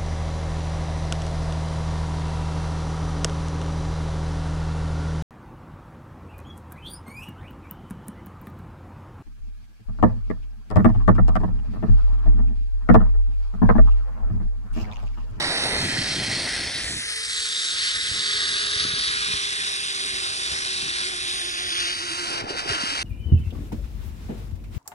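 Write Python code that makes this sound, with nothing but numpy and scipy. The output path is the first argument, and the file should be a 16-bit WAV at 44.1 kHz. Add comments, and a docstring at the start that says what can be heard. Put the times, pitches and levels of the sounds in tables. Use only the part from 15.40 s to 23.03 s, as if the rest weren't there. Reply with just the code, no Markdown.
"""Cable trolley in a windy valley

A pulley trolley rolls along a steel cable, heard from just below on a hand-held camera's stereo mics.
Each strand of the cable kicks the sheave: a falling whine and a gritty rush that rings the trolley frame.
Wind buffets and pops right on the mic ports, and the harness knocks as the ride is checked at the end.
The camera slowly turns, shifting the sound from the right port to the left."""
import sys
import numpy as np
from scipy import signal
from scipy.fft import rfft, irfft
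from scipy.io import wavfile
from scipy.ndimage import uniform_filter1d

SR = 44100
rng = np.random.default_rng(int(sys.argv[2]) if len(sys.argv) > 2 else 0)


def put_to_file(sound):
    """Save the sound as 16-bit audio at rate SR, in the file named by the first command-line argument."""
    columns = np.atleast_2d(sound).T  # one column per channel
    safe = np.clip(columns, -1, 1)
    whole_steps = np.round(safe * 32767)
    wavfile.write(sys.argv[1], SR, whole_steps.astype(np.int16))


N = 336483
HOP, SIZE = 256, 512  # short-time spectra, in samples

# The trolley slows overhead: time_s, strands_per_s
STRAND_RATE = [(0, 462), (1.7, 442), (2.5, 435), (2.7, 424), (3.1, 412), (3.6, 414), (4.2, 396), (4.8, 383),
               (5.5, 373), (6.15, 355), (7.63, 335)]
# Rate waver of the out-of-true sheave: time_s, once_per_cycle_share, twice_per_cycle_share
SHEAVE_WAVER = [(1.7, .014, .006), (3.5, .011, .012), (4.5, .008, .022), (6.6, .006, .032),
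                (7.0, .004, .012)]
def sheave():
    """The wobbling sheave rolls over the strands: mean rate, running strand count and wobble phase."""
    cycle_strands, crest_s = 97.5, 6.52  # length of one wobble, a moment when it peaks
    t = np.arange(N) / SR
    rate_hz = columns(STRAND_RATE, t)[0]
    travel = np.cumsum(rate_hz) / SR
    cycle = 2 * np.pi * (travel - travel[round(crest_s * SR)]) / cycle_strands
    once, twice = columns(SHEAVE_WAVER, t)
    waver = 1 + once * np.cos(cycle) + twice * np.cos(2 * cycle) + 0.0081 * smooth_noise(2500)
    return rate_hz, np.cumsum(rate_hz * waver) / SR, cycle


def strand_kicks(strands, cycle):
    """Two noises pulsed by each strand's own fading kick; loose grit ticks, and each wobble throbs."""
    kick_depth, ticks_per_s, throb_db = 0.083, 600, 0.38
    grit = gain_of(smooth_noise(150))
    strength = gain_of(-2 * rng.standard_normal(N))[strands.astype(int)]
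    kicks = 1 + kick_depth * strength * np.exp(-(strands % 1))
    ticking = rng.random(N) < ticks_per_s / SR
    ticks = ticking * gain_of(4 + 1.5 * np.minimum(rng.exponential(size=N), 4))
    throb = gain_of(throb_db * np.cos(cycle + 1.5))  # crests ahead of the pitch
    return unit_rms(kicks * grit * throb * (1 + ticks)) * rng.standard_normal((2, N))


# The camera turns below the trolley: time_s, left_lag_us, low_ring_db, fizz_db, left_over_right_4khz_db
CAMERA_TURN = [(0.0, 144, 4.5, -4, -3.5), (0.25, 125, 4.5, -1, -2.5), (0.6, 63, 0, -5, -1),
               (1.0, 11, 0, -2, -0.2), (1.24, -1, -0.7, -0.5, -0.4), (1.4, -52, -1.5, -1, 0),
               (1.55, -114, -4, 1, -0.5), (1.7, -150, -4.5, 1, 1), (2.0, -213, -7.5, 1, -0.3),
               (2.4, -225, -7.5, -3.5, 0), (2.65, -212, -6, -3, -0.7), (2.92, -224, -6.5, -4.5, -.8),
               (3.2, -250, -8, -4.5, -.6), (3.5, -268, -8.5, -6, -0.2), (3.85, -308, -6, -6.5, -1),
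               (4.5, -338, -5.5, -4, -1), (5.2, -320, -6.5, -5, -0.9), (5.55, -306, -6.5, -6, -0.3),
               (5.75, -327, -6, -5.5, -0.8), (6.05, -368, -5.5, -2.5, -1.2), (6.25, -384, -3, -5, -1.5),
               (6.5, -423, -2.5, -7.5, 0.5), (6.85, -451, 0, -6.5, -1.5), (7.05, -455, 2.5, -10.5, 0.5),
               (7.63, -449, 2.5, -7.5, -0.5)]
# Six bearings of the trolley, from left to right: left_lag_us
BEARINGS_US = [-450, -400, -320, -230, 40, 140]
# Frame resonances from below: pitch_hz, width_hz, then level_db at each bearing
FRAME_MODES = [(1020, 175, 8, -13, -1.5, -5.5, -33, 0), (1360, 480, 4.5, -2, -3, -3, -43, -22),
               (1668, 540, -5, -2, 4, 3.5, -3.5, -3.5), (1900, 110, -14, -15, -9, -9, -5, 0),
               (1973, 394, -1.5, -4, 1, 4.5, 4.5, 0), (2496, 800, -1.5, -4.5, 1.5, -0.5, -2.5, -8.5),
               (2900, 300, 3.5, -7, -12, -7, -33, -8), (3170, 233, 4, -1.5, -3.5, -3.5, 1.5, 0),
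               (3493, 235, -12, 3, -0.5, 0.5, -2.5, -21), (3830, 120, -14, -12, -11, -2, -8, 3),
               (4380, 150, -14, -12, -14, -10, -3, -8), (3806, 327, -0.5, 0, 1, 2.5, -3.5, 7),
               (4290, 560, -0.5, -8, -5, -2, 3, 3.5), (4606, 210, 2, 0.5, 1, -0.5, -6, 0),
               (4970, 390, 0.5, -5, -12, -6.5, -2, -14), (5370, 650, -2.5, -12, -4.5, -5, -1, -1.5),
               (5890, 320, -8, -24, -11, -14, -8.5, -7), (6230, 1200, 0, -5.5, -8.5, -9.5, -7.5, -12.5),
               (7370, 620, -3, -29, -5.5, -8, -12, -10), (7800, 890, -7, -23, -14, -8.5, -4.5, -7),
               (8500, 400, -6, -14, -24, -18, -12, -12), (8810, 680, -3.5, -7, -4, -6.5, -5, -5),
               (9680, 1050, -6, -12.5, -8, -10.5, -9, -10)]
def frame_ring(hz, times):
    """Gain of the trolley frame's resonances, whose colour changes with the camera's bearing."""
    lag_us, low_db, fizz_db, _ = columns(CAMERA_TURN, times)
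    power = 0
    for pitch_hz, width_hz, *bearing_db in FRAME_MODES:
        band_db = low_db if pitch_hz < 2700 else fizz_db if pitch_hz > 6000 else 0
        peak = 1 / (1 + (2 * (hz - pitch_hz) / width_hz) ** 2) ** 1.78
        power = power + peak * gain_of(2 * (np.interp(lag_us, BEARINGS_US, bearing_db) + band_db))
    return np.sqrt(power)


# The rush as it reaches the camera: time_s, relative_level_db
RUSH_LEVEL = [(0.0, -28), (0.2, -29), (0.6, -28.5), (0.9, -30), (1.2, -31), (1.42, -31), (1.62, -31.5),
              (1.9, -29.5), (2.2, -26.5), (2.48, -24.5), (2.62, -27), (2.95, -24), (3.08, -26),
              (3.4, -23.5), (3.52, -24.5), (3.63, -24), (3.8, -24.5), (4.15, -26.5), (4.5, -27),
              (5.62, -27), (5.72, -28), (6.0, -27.5), (6.3, -27.5), (6.4, -23), (6.5, -27.5), (6.75, -31),
              (7.05, -34), (7.3, -28.5), (7.63, -32.5)]
# Brief sags of the rush, deeper in the treble: centre_s, length_s, depth_at_5khz_db
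RUSH_SAGS = [(7.052, 0.075, 12.5), (7.14, 0.061, 6), (7.248, 0.071, 8), (7.383, 0.049, 3.5)]
# The highest hiss fades near the end: (start_s, end_s), (start_cut_db, end_cut_db)
HISS_FADE = [(6.6, 7.0), (0, 8)]
# The microphones' colouring of the rush: frequency_hz, gain_db
MIC_COLOUR = [(600, -13), (1300, -2.5), (1500, 0), (10000, 1.5), (11000, 6), (12300, -51), (13000, -32),
              (14300, 9), (15200, -5)]
def rush(strands, cycle):
    """Rolling noise overhead: the kicks ring the frame. Gives short-time spectra of two noises."""
    kicks = spectra(strand_kicks(strands, cycle))
    hz, times = axes(kicks)
    ring = frame_ring(hz, times)
    patches = rng.standard_normal(ring.shape[::-1]).T  # flicker across pitch and time
    patches = uniform_filter1d(patches, size=5, axis=0)
    patches = unit_rms(uniform_filter1d(patches, size=20, axis=1))
    level_db = columns(RUSH_LEVEL, times)[0] + 9.56 + 0.38 * drift(times, top_hz=16) + 1.22 * patches
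    sag_db = sum(db * np.exp(-((times - s) / (length / 2)) ** 4) for s, length, db in RUSH_SAGS)
    cut_db = sag_db * (hz / 5000) ** 0.17 + np.interp(times, *HISS_FADE) * (hz > 12500)
    return kicks * ring * gain_of(level_db - cut_db + at_hz(MIC_COLOUR, hz))


# The whine at the strand rate: time_s, base_level_db
WHINE_LEVEL = [(1.7, -55.5), (2.1, -59), (2.55, -60), (2.9, -50.5), (3.45, -51), (3.9, -53), (4.4, -52.5),
               (4.9, -50), (5.5, -50), (6.3, -47.5), (7.02, -44.5)]
# Its octave: time_s, base_level_db
OCTAVE_LEVEL = [(1.7, -63), (2.1, -59), (2.6, -67), (3.2, -62), (3.6, -62), (4.3, -60.5), (5.1, -62),
                (6.1, -54), (7.0, -53)]
# Its harmonics: multiple, lift_db, blur_hz, steady_to_blurred_ratio
HARMONICS = [(1, 1.5, 22, 1.5), (2, 0, 22, 0.9), (3, 6.5, 35, 0.5), (4, 12, 45, .3)]
# When the whine stands clear of the wind: time_s, gain
WHINE_GATE = [(1.62, 0), (1.72, 1), (7.0, 1), (7.05, 0)]
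def whine(rate_hz, strands):
    """The sheave sings at the strand rate and its multiples; uneven strands blur the higher ones."""
    t = np.arange(N) / SR
    resonance_hz, width_hz = 410.4, 17  # harmonics 3 and 4 swell as the strand rate passes through
    upper_db = -59 + 10.5 / (1 + (2 * (rate_hz - resonance_hz) / width_hz) ** 2)
    levels_db = [columns(WHINE_LEVEL, t)[0], columns(OCTAVE_LEVEL, t)[0], upper_db, upper_db]
    out = np.zeros(N)
    for (multiple, lift_db, blur_hz, steady), level_db in zip(HARMONICS, levels_db):
        pole = np.exp(-np.pi * blur_hz / SR)
        noise = rng.standard_normal(N) + 1j * rng.standard_normal(N)
        blur = unit_rms(signal.lfilter([1 - pole], [1, -pole], noise))
        envelope = (steady + blur) * np.sqrt(2 / (1 + steady ** 2))
        out += gain_of(level_db + lift_db) * (envelope * np.exp(2j * np.pi * multiple * strands)).real
    return out * columns(WHINE_GATE, t)[0]


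# Valley wind on the microphones, base levels: time_s, rumble_db, buffet_db, roar_db
WIND_LEVELS = [(0.0, -54, -40, -35.5), (0.36, -48, -42.5, -37), (0.45, -50, -30, -42.5),
               (0.65, -42, -36, -39.5), (0.85, -43, -34.5, -42), (1.0, -44, -36.5, -40),
               (1.2, -43, -44.5, -42.5), (1.4, -43.5, -44, -46.5), (1.6, -47, -46, -51),
               (1.76, -54, -65, -59), (2.1, -61, -63, -57.5), (2.45, -57, -59, -54.5),
               (2.75, -56, -54, -54.5), (3.05, -51, -53.5, -51), (3.55, -46, -49, -49),
               (3.8, -52, -49, -59), (4.3, -59, -53.5, -56.5), (4.6, -61, -52.5, -56),
               (4.9, -51, -56, -50.5), (5.2, -56, -52.5, -54), (5.5, -57, -49.5, -53.5),
               (5.8, -51.5, -55.5, -54), (6.5, -51, -57, -50.5), (6.82, -52, -52, -51.5),
               (6.93, -60, -53, -39.5), (7.63, -50, -65, -45)]
# Spectra of its three layers, each: frequency_hz, relative_level_db
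RUMBLE_COLOUR = [(20, -42), (32, -26), (45, -2), (70, 1.5), (110, -4), (170, -37), (300, -50)]
BUFFET_COLOUR = [(60, -10.5), (110, 0), (170, -1.5), (230, -3.5), (300, -4.5), (400, -12), (700, -50)]
ROAR_COLOUR = [(200, -3.5), (330, 4), (500, 1), (750, 4.5), (1150, -6.5), (1400, -1.5), (2000, -73)]
# Gusts: centre_s, length_s, lift_db, brightness (negative favours the rumble, positive the roar)
WIND_GUSTS = [(0.27, 0.076, 7.5, -0.53), (0.365, 0.11, 7.5, -0.47), (1.496, 0.15, 4.5, -0.32),
              (2.572, 0.043, 7, -0.89), (2.74, 0.15, 6, -0.66), (3.623, .12, -1.5, -0.46),
              (3.94, 0.17, 1, -0.7), (4.762, 0.099, 5.5, -1.1), (5.126, 0.048, 6, -0.31),
              (5.233, .07, 3.5, -1.1), (5.48, 0.097, 1, -0.42), (5.885, .06, 0, .1), (7.045, 0.044, 5, -1),
              (7.13, 0.048, 1.5, 0.74), (7.202, 0.052, 3, -2), (7.303, 0.15, 6.5, -0.23),
              (7.62, .08, 3, -1.5)]
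def wind():
    """Air hits the microphones: lumpy rumble, buffeting and roar, lifted by gusts. Gives two noises."""
    t = np.arange(N) / SR
    layers = [(RUMBLE_COLOUR, 2.6, 0, -1), (BUFFET_COLOUR, 2.8, 0, 0), (ROAR_COLOUR, 1.6, 2.5, 1)]
    out = 0
    for level_db, (colour, spread_db, trim_db, tilt) in zip(columns(WIND_LEVELS, t), layers):
        gust_db = sum(db * (1 + brightness * tilt) * np.exp(-((t - s) / (length / 2)) ** 2)
                      for s, length, db, brightness in WIND_GUSTS)
        lumps_db = spread_db * smooth_noise(1800)
        response = gain_of(at_hz(colour, np.fft.rfftfreq(N, 1 / SR)))
        noise = unit_rms(irfft(rfft(rng.standard_normal((2, N))) * response, N))
        out = out + noise * gain_of(level_db + gust_db + trim_db + lumps_db)
    return out


# Pops of air right on the ports: start_s, level_db, nominal_pitch_hz, length_cycles
AIR_POPS = [(1.878, -44, 70, 2.4), (2.714, -30, 73.4, 1.1), (2.948, -39, 85, 2.0), (3.36, -33, 121, 2.4),
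            (3.403, -34, 110, 1.5), (3.451, -22, 260, 1.3), (3.462, -34, 150, 2.5), (3.535, -31, 150, 2.5),
            (3.883, -36, 111, 2.2), (3.937, -31.5, 80, 1.8), (7.018, -35, 112, 2.6),
            (7.04, -22.5, 328, 2.2), (7.047, -31, 200, 1.2), (7.296, -26.5, 104, 4.1)]
def air_pops():
    """Each pop is a quick push that sags in pitch, with a puff of air."""
    out = np.zeros(N)
    for start_s, level_db, pitch_hz, cycles in AIR_POPS:
        puff = unit_rms(uniform_filter1d(smooth_noise(24, length=5000), size=24))
        progress = np.arange(len(puff)) / SR * pitch_hz / cycles
        envelope = 3.3 * progress * np.exp(1 - 4.4 * progress)
        push = np.sin(2 * np.pi * cycles * np.minimum(progress, 2) ** 0.66)
        out[round(start_s * SR):][:len(puff)] += gain_of(level_db) * envelope * (push + 0.31 * puff)
    return out


# Harness knocks near the camera: start_s, level_db, pitch_hz, length_s
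HARNESS_KNOCKS = [(7.013, -33, 500, .01), (7.093, -26, 385, .022), (7.138, -35, 470, .026),
                  (7.253, -30, 395, .014), (7.297, -31, 400, .034), (7.345, -36, 320, .03),
                  (7.507, -36, 280, .04), (7.432, -24, 1150, .007), (7.433, -25, 240, .010)]
def harness_knocks():
    """The harness knocks as the ride is checked: short dull rings, roughened by rattle."""
    out = np.zeros(N)
    t = np.arange(3000) / SR
    for start_s, level_db, pitch_hz, length_s in HARNESS_KNOCKS:
        hump = np.sin(np.pi * np.minimum(t / length_s, 1) ** 1.6)
        rattle = 1 + 0.26 * smooth_noise(120, length=len(t))
        ring = np.sin(2 * np.pi * pitch_hz * t)
        out[round(start_s * SR):][:len(t)] += gain_of(level_db) * hump * rattle * ring
    return out


# Phase that the camera's casing puts between the ports: frequency_hz, left_lead_rad
CASING_PHASE = [(1500, 0), (2300, -0.28), (3200, 0.5), (4500, -0.47), (5400, 0.5), (7100, 2), (7600, 3.03),
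                (8200, 1.1)]
# Added until the camera has turned away: frequency_hz, left_lead_rad
FACING_PHASE = [(450, 0), (850, 1.9), (1100, 0), (1500, 0.023)]
# Added while the trolley is on the right: frequency_hz, left_lead_rad
RIGHT_PHASE = [(1000, -0.17), (1380, 0.64), (1750, -0.29), (2400, -0.23), (2750, -.3), (3100, -1),
               (3450, -.6), (3800, -0.37), (4150, 0.88), (4500, 0.3), (5200, 0.07)]
# Lags over which that grows: none_us, full_us
RIGHT_LAGS_US = [-40, 30]
# How much of each band follows the bearing: frequency_hz, share
MOVING_SHARE = [(200, 0.98), (500, 0.95), (5350, 0.96), (5700, 0.033), (6700, 0.069), (7050, 1),
                (8200, 0.97), (8550, 0.044), (10000, 0.033)]
# Phase of the part that stays put: frequency_hz, left_lead_rad
STILL_PHASE = [(9000, 0), (9250, 1.6), (9500, 1.4), (9750, 0.84), (10050, -0.17), (10800, -1.6), (12000, 0),
               (13500, 0.9)]
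def port_paths(hz, lag_us, facing):
    """A lagged path and a still one add at the port, dipping where they cancel."""
    hollow = 0.3  # share of the dip's decibels that is kept
    on_right = np.interp(lag_us, RIGHT_LAGS_US, [0, 1])
    phase = at_hz(CASING_PHASE, hz) + facing * at_hz(FACING_PHASE, hz) + on_right * at_hz(RIGHT_PHASE, hz)
    lagged = np.exp(1j * (phase - 2 * np.pi * hz * lag_us / 1e6))
    moving = at_hz(MOVING_SHARE, hz)
    paths = moving * lagged + (1 - moving) * np.exp(1j * at_hz(STILL_PHASE, hz))
    return paths / (abs(paths) + 1e-3) ** (1 - hollow)


# Lags over which the camera comes to face away from the trolley: away_us, facing_us
TURN_LAGS_US = [-312, -270]
# How alike the noise is at the two ports: frequency_hz, facing_likeness, away_likeness
PORT_LIKENESS = [(60, 0.41, 0.55), (250, 0.31, 0.57), (550, 0.93, 0.22), (1000, 0.64, 0.83),
                 (1270, 0.68, 0.94), (1630, 0.83, 0.94), (2180, 0.71, 0.82), (2870, 0.73, 0.87),
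                 (3380, 0.99, 1), (4170, 0.79, .9), (4830, 0.98, 1), (5330, 0.85, 0.83), (5470, 1, 0.98),
                 (6000, 0.9, 0.89), (7100, 0.92, .49), (7800, 1, 0.69), (8600, 0.48, .54),
                 (9000, 0.99, 0.8), (9200, 0.71, 1), (10000, .92, 1), (10900, 0.33, 0.27), (14000, 1, 1)]
# The bass leans right: frequency_hz, left_over_right_db
BASS_LEAN = [(80, 0.5), (280, -3.5), (500, -0.5), (750, 0)]
def mic_ports(noises, solid):
    """The bearing sets the ports' lag and balance; noise is partly unlike at each, solid sound alike."""
    hz, times = axes(noises)
    lag_us, *_, pan_db = columns(CAMERA_TURN, times)
    facing = np.interp(lag_us, TURN_LAGS_US, [0, 1])
    likeness = facing * at_hz(PORT_LIKENESS, hz) + (1 - facing) * at_hz(PORT_LIKENESS, hz, column=2)
    shade_db = pan_db * (hz / 4000) ** 0.5  # the camera body shades the treble most
    half_pan = gain_of((shade_db + at_hz(BASS_LEAN, hz)) / 2)
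    paths = port_paths(hz, lag_us, facing)
    left = paths * (noises[0] + solid) * half_pan
    right_noise = likeness * noises[0] + np.sqrt(1 - likeness ** 2) * noises[1]
    right = abs(paths) * (right_noise + solid) / half_pan
    return signal.istft(np.array([left, right]), SR, "cosine", SIZE, SIZE - HOP)[1][:, :N]


def gain_of(db):
    """Decibels to gain."""
    return 10 ** (np.asarray(db) / 20)


def unit_rms(x):
    """Scales to rms 1."""
    return x / np.sqrt(np.mean(abs(x) ** 2) + 1e-20)


def smooth_noise(span, length=N):
    """Noise averaged over span samples, at rms 1."""
    return unit_rms(uniform_filter1d(rng.standard_normal(length), size=span))


def drift(t, top_hz):
    """Slow wander: sines of random phase up to top_hz."""
    hz = np.geomspace(top_hz / 12, top_hz, num=24)[:, None]
    return unit_rms((np.sin(2 * np.pi * (hz * t + rng.random(hz.shape))) / hz ** 0.03).sum(0))


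def at_hz(rows, hz, column=1):
    """Reads a spectrum table on a log-frequency axis."""
    table = np.transpose(rows)
    return np.interp(np.log(hz + 1), np.log(table[0] + 1), table[column])


def columns(rows, t):
    """Every column of a curve table at times t."""
    times, *curves = np.transpose(rows)
    return [np.interp(t, times, curve) for curve in curves]


def spectra(x):
    """Short-time spectra."""
    return signal.stft(x, SR, "cosine", nperseg=SIZE, noverlap=SIZE - HOP)[2]


def axes(frames):
    """Frequencies (as a column) and times of short-time spectra."""
    return np.fft.rfftfreq(SIZE, 1 / SR)[:, None], np.arange(frames.shape[-1]) * HOP / SR


def scene():
    """Trolley overhead, wind, pops and knocks, all heard through the camera's two ports."""
    rate_hz, strands, cycle = sheave()
    rolling = rush(strands, cycle)
    tone = whine(rate_hz, strands)
    return mic_ports(rolling + spectra(wind()), spectra(tone + air_pops() + harness_knocks()))


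# The camera keeps the bass mono below a sliding edge: time_s, edge_hz
MONO_EDGE = [(0, 750), (1.2, 750), (1.7, 590), (1.8, 450), (2.2, 450), (2.4, 320), (2.9, 380), (3.4, 360),
             (4.1, 330), (4.5, 230), (4.9, 190), (5.6, 20), (7.63, 10)]
def record(dry):
    """The camera folds the bass to mono and cuts the highest treble."""
    hz, times, side = signal.stft((dry[0] - dry[1]) / 2, SR, nperseg=2048, noverlap=1536)
    above_edge = hz[:, None] > columns(MONO_EDGE, times)[0]
    side = signal.istft(side * above_edge, SR, nperseg=2048, noverlap=1536)[1][:N]
    stereo = dry.mean(0) + np.array([side, -side])
    lowpass = signal.firwin(511, cutoff=15400, window=("kaiser", 9), fs=SR)
    return signal.oaconvolve(stereo, lowpass[None], "same")


dry = scene()
out = record(dry)
put_to_file(out)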